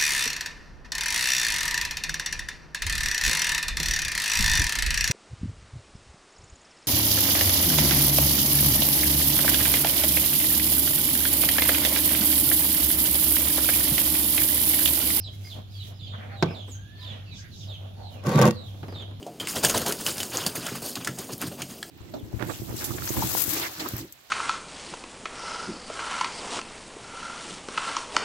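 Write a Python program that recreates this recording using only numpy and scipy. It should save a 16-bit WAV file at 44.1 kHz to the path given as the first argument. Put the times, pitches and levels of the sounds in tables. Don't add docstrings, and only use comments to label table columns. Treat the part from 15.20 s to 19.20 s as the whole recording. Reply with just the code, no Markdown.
import sys
import numpy as np
from scipy import signal
from scipy.fft import rfft, irfft
from scipy.io import wavfile
from scipy.ndimage import uniform_filter1d

SR = 44100
rng = np.random.default_rng(int(sys.argv[2]) if len(sys.argv) > 2 else 0)


def put_to_file(sound):
    columns = np.atleast_2d(sound).T
    safe = np.clip(columns, -1, 1)
    whole_steps = np.round(safe * 32767)
    wavfile.write(sys.argv[1], SR, whole_steps.astype(np.int16))


N = 176400

# frequency in Hz, relative level in dB.
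THUD_SPECTRUM = [(40,-32),(85,-35),(130,-0.5),(400,2),(1200,-4.5),(2000,-18),(4000,-31),(8000,-51)]
# frequency in Hz, likeness from -1 to 1.
CONTACT_LIKENESS = [(30,0.65),(110,1),(300,1),(1000,0.34),(2200,-0.41),(5000,0.25),(12000,-0.63)]
AIR_LIKENESS = [(25,-0.68),(100,0.8),(200,0.8),(380,0.38),(800,-0.3),(2400,0.11),(12000,-0.15)]


def pot_drag():
    # time in seconds, relative judder and grit levels in dB.
    drag = [(2.97, -63, -66), (3.024, -49, -74), (3.034, -40.5, -61), (3.065, -24, -38),
            (3.172, -21.5, -39), (3.192, -11, -28), (3.204, -16.5, -39), (3.222, -12.5, -27.5),
            (3.24, -12.5, -36.5), (3.269, -13.5, -30), (3.3, -25.5, -44), (3.311, -55, -45),
            (3.324, -33, -63), (3.36, -68, -54)]
    # start in seconds, relative thud and crack in dB.
    slips = [(3.039,-41,-20),(3.063,3,-13),(3.069,-3.5,-8.5),(3.0924,-7,-7),(3.149,8.5,-16),(3.1574,2.5,-5),(3.176,3,-11),(3.191,1.5,-4),(3.211,-20,-27),(3.215,-11,3.5),(3.223,1.5,2),(3.2298,1,-3.5),(3.254,-17,-1.5),(3.267,0,-5),(3.277,1.5,-3.5),(3.2854,-26,-6),(3.309,-40,-4.5)]
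    # frequency in Hz, relative level in dB, T60 in seconds.
    pot_modes = [(130.7,-1,0.12),(168.9,-4.5,0.2),(199.8,-1.5,0.14),(224.7,-3.5,0.1),(347,-5.5,0.1),(393.5,-3.5,0.064),(482,-7,0.12),(624,-10.5,0.051),(842,-12.5,0.055),(907,-9.5,0.05),(1048,-12,0.078),(1145,-9.5,0.058),(1297,-13,0.027),(1530,-25,0.045),(1890,-26,0.2),(2200,-23.5,0.062),(2730,-29,0.22)]
    # frequency in Hz, relative level in dB.
    grit_spectrum = [(200,-27),(1200,9),(2500,2),(4000,0.5),(6800,2),(8500,-7.5),(11000,-0.5),(16000,-6.5)]
    t = np.arange(N) / SR
    times, judder_db, grit_db = np.transpose(drag)
    force = grains(per_s=1500, spread_db=0.77) * amp(np.interp(t, times, judder_db, -120, -120) - 2)
    grit = crackle(grit_spectrum, CONTACT_LIKENESS, per_s=8200, spread_db=5)
    grit *= amp(np.interp(t, times, grit_db, -120, -120) - 1.5)
    for start, thud_db, crack_db in slips:
        add(force, start, amp(thud_db + 7) * blow(contact_s=0.0028))
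        add(grit, start, amp(crack_db - 2.5) * burst(grit_spectrum, t60=0.016))
    ringing = convolve(force, ring(pot_modes, skew_per_hz=0.0001, sign=-1))
    thuds = amp(-4.5) * convolve(force, burst(THUD_SPECTRUM, t60=0.023))
    return pan(grit + board_radiation(ringing + thuds), left_db=-0.5)


def rake():
    # start in seconds, relative thud and click in dB, contact time in seconds.
    knocks = [(1.2255,-1.5,2.5,0.0002),(1.228,-7,-13,0.0014),(1.2306,0,-6.5,0.0014),(1.2591,-11,-19,.001),(1.265,-8.5,-32,0.0037),(1.284,-13,-40,0.0025),(1.308,-17.5,-27,0.00031)]
    # frequency in Hz, relative level in dB, T60 in seconds.
    board_modes = [(141,-9,0.11),(164,7.5,0.084),(225,6,0.076),(290,0,0.022),(361,9.5,0.039),(545,-3,0.031),(663,-5,0.1),(864,-16,0.097),(1043,-13,0.05),(1137,-2,0.084),(1530,0.5,0.072),(2400,-9,.035)]
    # frequency in Hz, relative level in dB.
    click_spectrum = [(100,7.5),(500,11),(1500,2),(2600,-1.5),(4200,1),(7500,-16),(9000,-27),(16000,-31)]
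    # start in seconds, level in dB.
    pings = [(.137,-56),(.25,-45.5),(.273,-45)]
    tine_hz, tine_t60 = 2140, 0.091
    out, t = np.zeros((2, N)), np.arange(SR // 3) / SR
    board = ring(board_modes, skew_per_hz=0.0002, sign=1)
    add(board, 0, amp(-7.5) * burst(THUD_SPECTRUM, t60=0.15))
    for start, thud_db, click_db, contact_s in knocks:
        add(out, start, amp(thud_db + 11.5) * convolve(blow(contact_s), board_radiation(board)))
        add(out, start, amp(click_db + 2) * burst(click_spectrum, t60=0.04))
    for start, db in pings:
        add(out, start, amp(db - 60 * t / tine_t60) * np.sin(2 * np.pi * tine_hz * t))
    return pan(out, left_db=-1.0)


def blow(contact_s):
    pulse = np.hanning(max(round(contact_s * SR), 1) + 2)
    return pulse / pulse.sum()


def ring(modes, skew_per_hz, sign):
    t = np.arange(SR // 3) / SR
    out = np.zeros((2, len(t)))
    for k, (hz, db, t60) in enumerate(modes):
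        skew = np.array([[1], [-1]]) * min(hz * skew_per_hz, 1)
        out += sign ** k * amp(db - 60 * t / t60) * np.sin(2 * np.pi * hz * t + skew)
    return unit_energy(out)


def board_radiation(x):
    return signal.sosfilt(signal.butter(4, [98, 3760], "band", fs=SR, output="sos"), x)


def handling():
    # peak time in seconds, half length in seconds, level in dB.
    rustles = [(0.142,0.028,-58),(.29,0.1,-52),(0.558,0.052,-58),(0.672,0.047,-52),(1.52,0.055,-57),(1.83,0.055,-60),(2.419,0.27,-63),(2.936,0.035,-58),(3.484,0.034,-61),(3.64,0.18,-61.5)]
    shuffles = [(0.09,0.029,-53.5),(0.38,0.041,-47),(0.705,0.031,-51.5),(1.054,0.13,-47.5),(1.315,0.11,-42.5),(1.928,0.078,-50),(2.506,0.039,-48.5),(2.66,0.068,-49.5),(2.808,0.037,-47),(2.976,0.068,-48),(3.418,0.034,-50),(3.73,0.23,-51.5)]
    # start in seconds, relative level in dB.
    taps = [(.25,-29.5),(0.362,-22.5),(.375,-23),(0.386,-21.5),(0.396,-21.5),(0.723,-24),(1.48,-15.5),(3.545,-21.5),(3.63,-8),(3.683,-9.5),(3.725,-11.5),(3.757,-11),(3.799,-13.5),(3.824,-16.5),(3.879,-20.5),(3.912,-17)]
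    # frequency in Hz, relative level in dB.
    leaf_spectrum = [(200,-64),(1000,-3),(2200,1.5),(6500,3.5),(8500,-5.5),(12000,2.5),(16000,-2.5)]
    hand_spectrum = [(70,-30),(140,-15.5),(220,7.5),(330,-7.5),(620,5.5),(1000,-8),(2000,-19),(8000,-34.5)]
    tap_spectrum = [(60,-2),(150,14),(400,9.5),(1200,0),(2200,-6.5),(4000,-12.5),(8000,-36),(16000,-61)]
    leaves = crackle(leaf_spectrum, AIR_LIKENESS, per_s=6000, spread_db=2.2)
    leaves *= sum(swell(*row) for row in rustles)
    hands = crackle(hand_spectrum, AIR_LIKENESS, per_s=1200, spread_db=1.0)
    hands *= sum(swell(*row) for row in shuffles)
    out = pan(leaves + hands, left_db=-5.5)
    for start, db in taps:
        add(out, start, amp(db) * burst(tap_spectrum, t60=0.14))
    return out


def birds():
    # time of the bend in seconds, pitch there in Hz, slide length in seconds,
    # relative level in dB, the lead's height as a share of the pitch, its level against the slide in dB.
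    chirps = [(.049,3973,0.04,-39.5,0.25,-6),(0.313,3740,0.035,-40.5,0.25,-7.5),(0.538,3407,0.089,-49,0.23,-15),(0.569,4660,0.032,-52,0.021,-5),(0.608,3930,0.039,-42.5,0.1,-9.5),(0.806,3627,0.082,-44,0.32,-16.5),(0.889,3654,0.084,-45.5,0.23,-10),(1.177,3750,0.088,-46.5,0.094,-13.5),(1.356,3730,0.081,-43,0.31,-14.5),(1.821,3820,0.026,-44.5,0.077,-12.5),(1.848,3010,0.1,-54,0.0062,-3),(1.863,3626,0.08,-41,0.29,-12.5),(2.064,2797,0.077,-51.5,0.065,-34),(2.124,3825,0.05,-48,0.14,-8.5),(2.321,4170,0.037,-52,0.084,-13),(2.409,3700,0.032,-46.5,0.0096,-15),(2.493,3720,0.074,-42,0.28,-14),(2.831,4270,0.078,-51,0,-9),(2.943,2910,0.048,-53,0.03,-3),(3.148,3790,0.099,-41,0.16,-9),(3.364,4140,0.088,-49.5,0.047,-3.5),(3.46,3707,0.037,-49.5,0.044,-24),(3.754,3797,0.08,-41,0.22,-14)]
    # time in seconds, pitch in Hz, relative level in dB.
    peep = [(1.475,8300,-61),(1.503,7900,-52),(1.519,6820,-42.5),(1.55,6300,-44),(1.582,6030,-61)]
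    whistle = [(1.55,1558,-46.5),(1.63,1658,-60.5),(1.72,1729,-55),(1.87,1803,-56.5),(1.93,1940,-52),(1.95,1720,-62)]
    # peak time and half length in seconds, pitch in Hz, relative level in dB.
    coos = [(1.154,.04,795,-43),(1.838,0.023,1000,-51),(2.2,0.011,1606,-48.5)]
    near_db, far_db, scatter_t60 = -42, -50, 0.07
    t = np.arange(N) / SR
    direct = thin_note(peep, octave_db=-40)
    for peak, half, hz, db in coos:
        direct += swell(peak, half, db) * np.sin(2 * np.pi * hz * t)
    far = thin_note(whistle, octave_db=-3)
    for bend, hz, length, db, rise, lead_db in chirps:
        offset, call = chirp(hz, length, db, rise, lead_db)
        nearness = np.clip((db - far_db) / (near_db - far_db), 0, 1)
        add(direct, bend + offset, np.sqrt(nearness) * call)
        add(far, bend + offset, np.sqrt(1 - nearness) * call)
    leaf_scatter = unit_energy(rng.standard_normal((2, N)) * amp(-60 * t / scatter_t60))
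    calls = direct + convolve(far, leaf_scatter) + amp(-1) * garden_echo(direct + far)
    return amp(-2.5) * pan(calls, left_db=-5.0)


def chirp(bend_hz, length, db, rise, lead_db):
    lead_s, release_s, arch_s = 0.075, 0.01398, 0.03
    t = np.arange(-lead_s, length + release_s, 1 / SR)
    in_lead = 0.5 - 0.5 * np.tanh((t + 0.011) / 0.006)
    lead_fall = 1.8 * arch_s * np.tanh(np.minimum(t, 0) / arch_s)
    slide_fall = 0.11 * np.maximum(t, 0) / length
    last_flick = 0.08 * np.logaddexp(0, (t - length) / release_s + 1)
    warble = 1 + 0.018 * drift(len(t), 127)
    hz = bend_hz * (1 + rise * in_lead) * np.exp(-lead_fall - slide_fall - last_flick) * warble
    phase = 2 * np.pi * np.cumsum(hz) / SR
    attack = np.clip((t + lead_s) / 0.009, 0, 1)
    release = np.clip((length + release_s - t) / release_s / 2, 0, 1)
    rough_tone = np.sin(phase) * (1 + amp(-6.5) * drift(len(t), 830))
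    octave = amp(-22) * (1 - in_lead) ** 6 * drift(len(t), 280) * np.sin(2 * phase)
    return -lead_s, amp(db + lead_db * in_lead) * attack * release * (rough_tone + octave)


def thin_note(curve, octave_db):
    t = np.arange(N) / SR
    times, hz, db = np.transpose(curve)
    pitch = np.interp(t, times, hz) * (1 + 0.012 * drift(N, 90))
    phase = 2 * np.pi * np.cumsum(pitch) / SR
    level = amp(np.interp(t, times, db, -140, -140))
    return level * (np.sin(phase) + amp(octave_db) * np.sin(2 * phase))


def rasps():
    # peak time and half length in seconds, centre in Hz, relative width, level in dB.
    hisses = [(0.947,0.014,1260,0.38,-42),(1.027,0.049,1630,0.41,-46.5),(1.132,0.044,1670,0.38,-46.5),(1.302,0.052,2460,0.13,-47),(1.92,0.14,1630,0.83,-53),(2.192,0.043,5530,.25,-48),(2.255,0.044,1800,0.23,-52.5),(2.402,0.064,5440,0.23,-51),(2.855,0.067,770,0.17,-46.5)]
    hz, out = np.geomspace(100, 16000, 200), np.zeros((2, N))
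    for peak, half, centre, width, db in hisses:
        band_db = -20 * np.log10(1 + (np.log2(hz / centre) / width / 1.5) ** 4)
        out += swell(peak, half, db) * noise(np.c_[hz, band_db])
    return pan(out, left_db=-1.5)


def garden_echo(x):
    # frequency in Hz, T60 in seconds.
    decay_times = [(100,0.53),(1000,0.49),(3500,0.43),(8000,0.29),(16000,0.37)]
    hz, t, bands = signal.stft(rng.standard_normal((2, SR)), SR, nperseg=256)
    envelope = amp(-60 * t / at_hz(decay_times, hz)[:, None]) * np.minimum(t / 0.0017, 1)
    tail = signal.istft(bands * envelope, SR, nperseg=256)[1]
    return convolve(x, unit_energy(tail))


def air():
    # frequency in Hz, relative level in dB.
    air_spectrum = [(100,22.5),(170,0),(300,-6),(450,-13.5),(700,-11.5),(1000,-20),(2100,-25.5),(3400,-13.5),(4800,-27),(6900,-29.5),(8200,-44.5),(11000,-29.5),(16000,-39)]
    hz, _, bands = signal.stft(noise(air_spectrum), SR, nperseg=1024)
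    patches = uniform_filter1d(rng.standard_normal(bands.shape[1:]), size=14, axis=0)
    patch_db = 2.2 * unit_rms(uniform_filter1d(patches, size=8, axis=1))
    bass_cut = 1 / (1 + (125.7 / (hz[:, None] + 1)) ** 8)
    hiss = signal.istft(bands * amp(patch_db) * bass_cut, SR, nperseg=1024)[1][:, :N]
    return pan(amp(-48.5) * unit_rms(hiss), left_db=-3.5)


def hum():
    # time in seconds, relative level in dB.
    levels = [(0.0, -38), (0.45, -39), (0.49, -47), (0.6, -36), (0.81, -42), (0.95, -35.5), (1.07, -43),
              (1.17, -39), (1.59, -40), (1.69, -47), (1.78, -37.5), (2.21, -40.5), (2.25, -51), (2.42, -38),
              (2.8, -36.5), (2.95, -48)]
    hum_hz, blur_hz = 98.7, 12
    t = np.arange(N) / SR
    phase = 2 * np.pi * hum_hz * t
    level = amp(np.interp(t, *np.transpose(levels), right=-40) - 1.5)
    tone = level * np.sqrt(2) * np.sin(phase + 0.27 * drift(N, 4.3))
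    blur = drift(N, blur_hz) * np.sin(phase) + drift(N, blur_hz) * np.cos(phase)
    return tone + amp(-49) * blur


def rumble():
    # frequency in Hz, relative level in dB.
    rumble_spectrum = [(15,-29),(35,-32),(52,9),(70,6.5),(110,5),(300,-23),(1000,-70)]
    return amp(-50.5) * noise(rumble_spectrum)


def amp(db):
    return 10 ** (np.asarray(db) / 20)


def unit_rms(x):
    return x / np.sqrt(np.mean(x ** 2) + 1e-20)


def unit_energy(x):
    return unit_rms(x) / np.sqrt(x.shape[-1])


def at_hz(points, hz):
    f, value = np.transpose(points)
    return np.interp(np.log(hz + 1), np.log(f + 1), value)


def add(mix, start, sound):
    at = round(start * SR)
    sound = sound[..., max(-at, 0):]
    part = mix[..., max(at, 0):][..., :sound.shape[-1]]
    part += sound[..., :part.shape[-1]]


def swell(peak, half, db):
    return amp(db) * np.exp(-((np.arange(N) / SR - peak) / half) ** 2)


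def drift(count, hz):
    lowpass = np.exp(-(np.fft.rfftfreq(N, 1 / SR) / hz) ** 2)
    return unit_rms(irfft(rfft(rng.standard_normal(N)) * lowpass, N))[:count]


def colour(pair, spectrum, likeness):
    hz = np.fft.rfftfreq(pair.shape[1], 1 / SR)
    a, b = rfft(pair) * amp(at_hz(spectrum, hz))
    same = np.clip(at_hz(likeness, hz), -1, 1)
    mid, side = a * np.sqrt(1 + same), b * np.sqrt(1 - same)
    return unit_rms(irfft(np.array([mid + side, mid - side]), pair.shape[1]))


def noise(spectrum):
    return colour(rng.standard_normal((2, N)), spectrum, AIR_LIKENESS)


def burst(spectrum, t60):
    t = np.arange(6000) / SR
    puff = colour(rng.standard_normal((2, len(t))), spectrum, CONTACT_LIKENESS)
    return unit_energy(puff * amp(-60 * t / t60))


def grains(per_s, spread_db):
    clicks = (rng.random(N) < per_s / SR) * rng.choice([-1, 1], N)
    return unit_rms(clicks * amp(spread_db * np.minimum(rng.exponential(1, N), 4)))


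def crackle(spectrum, likeness, per_s, spread_db):
    return colour(np.array([grains(per_s, spread_db) for _ in range(2)]), spectrum, likeness)


def convolve(x, response):
    return signal.fftconvolve(np.atleast_2d(x), response, axes=1)[:, :N]


def pan(x, left_db):
    return x * amp([[left_db / 2], [-left_db / 2]])


def scene():
    table = pot_drag() + rake() + handling()
    return table + amp(-20.5) * garden_echo(table) + birds() + rasps() + air() + hum() + rumble()


def record(dry):
    lowpass = signal.firwin(511, 15950, window=("kaiser", 9), fs=SR)
    return signal.oaconvolve(dry, lowpass[None], "same")


dry = scene()
out = record(dry)
put_to_file(out)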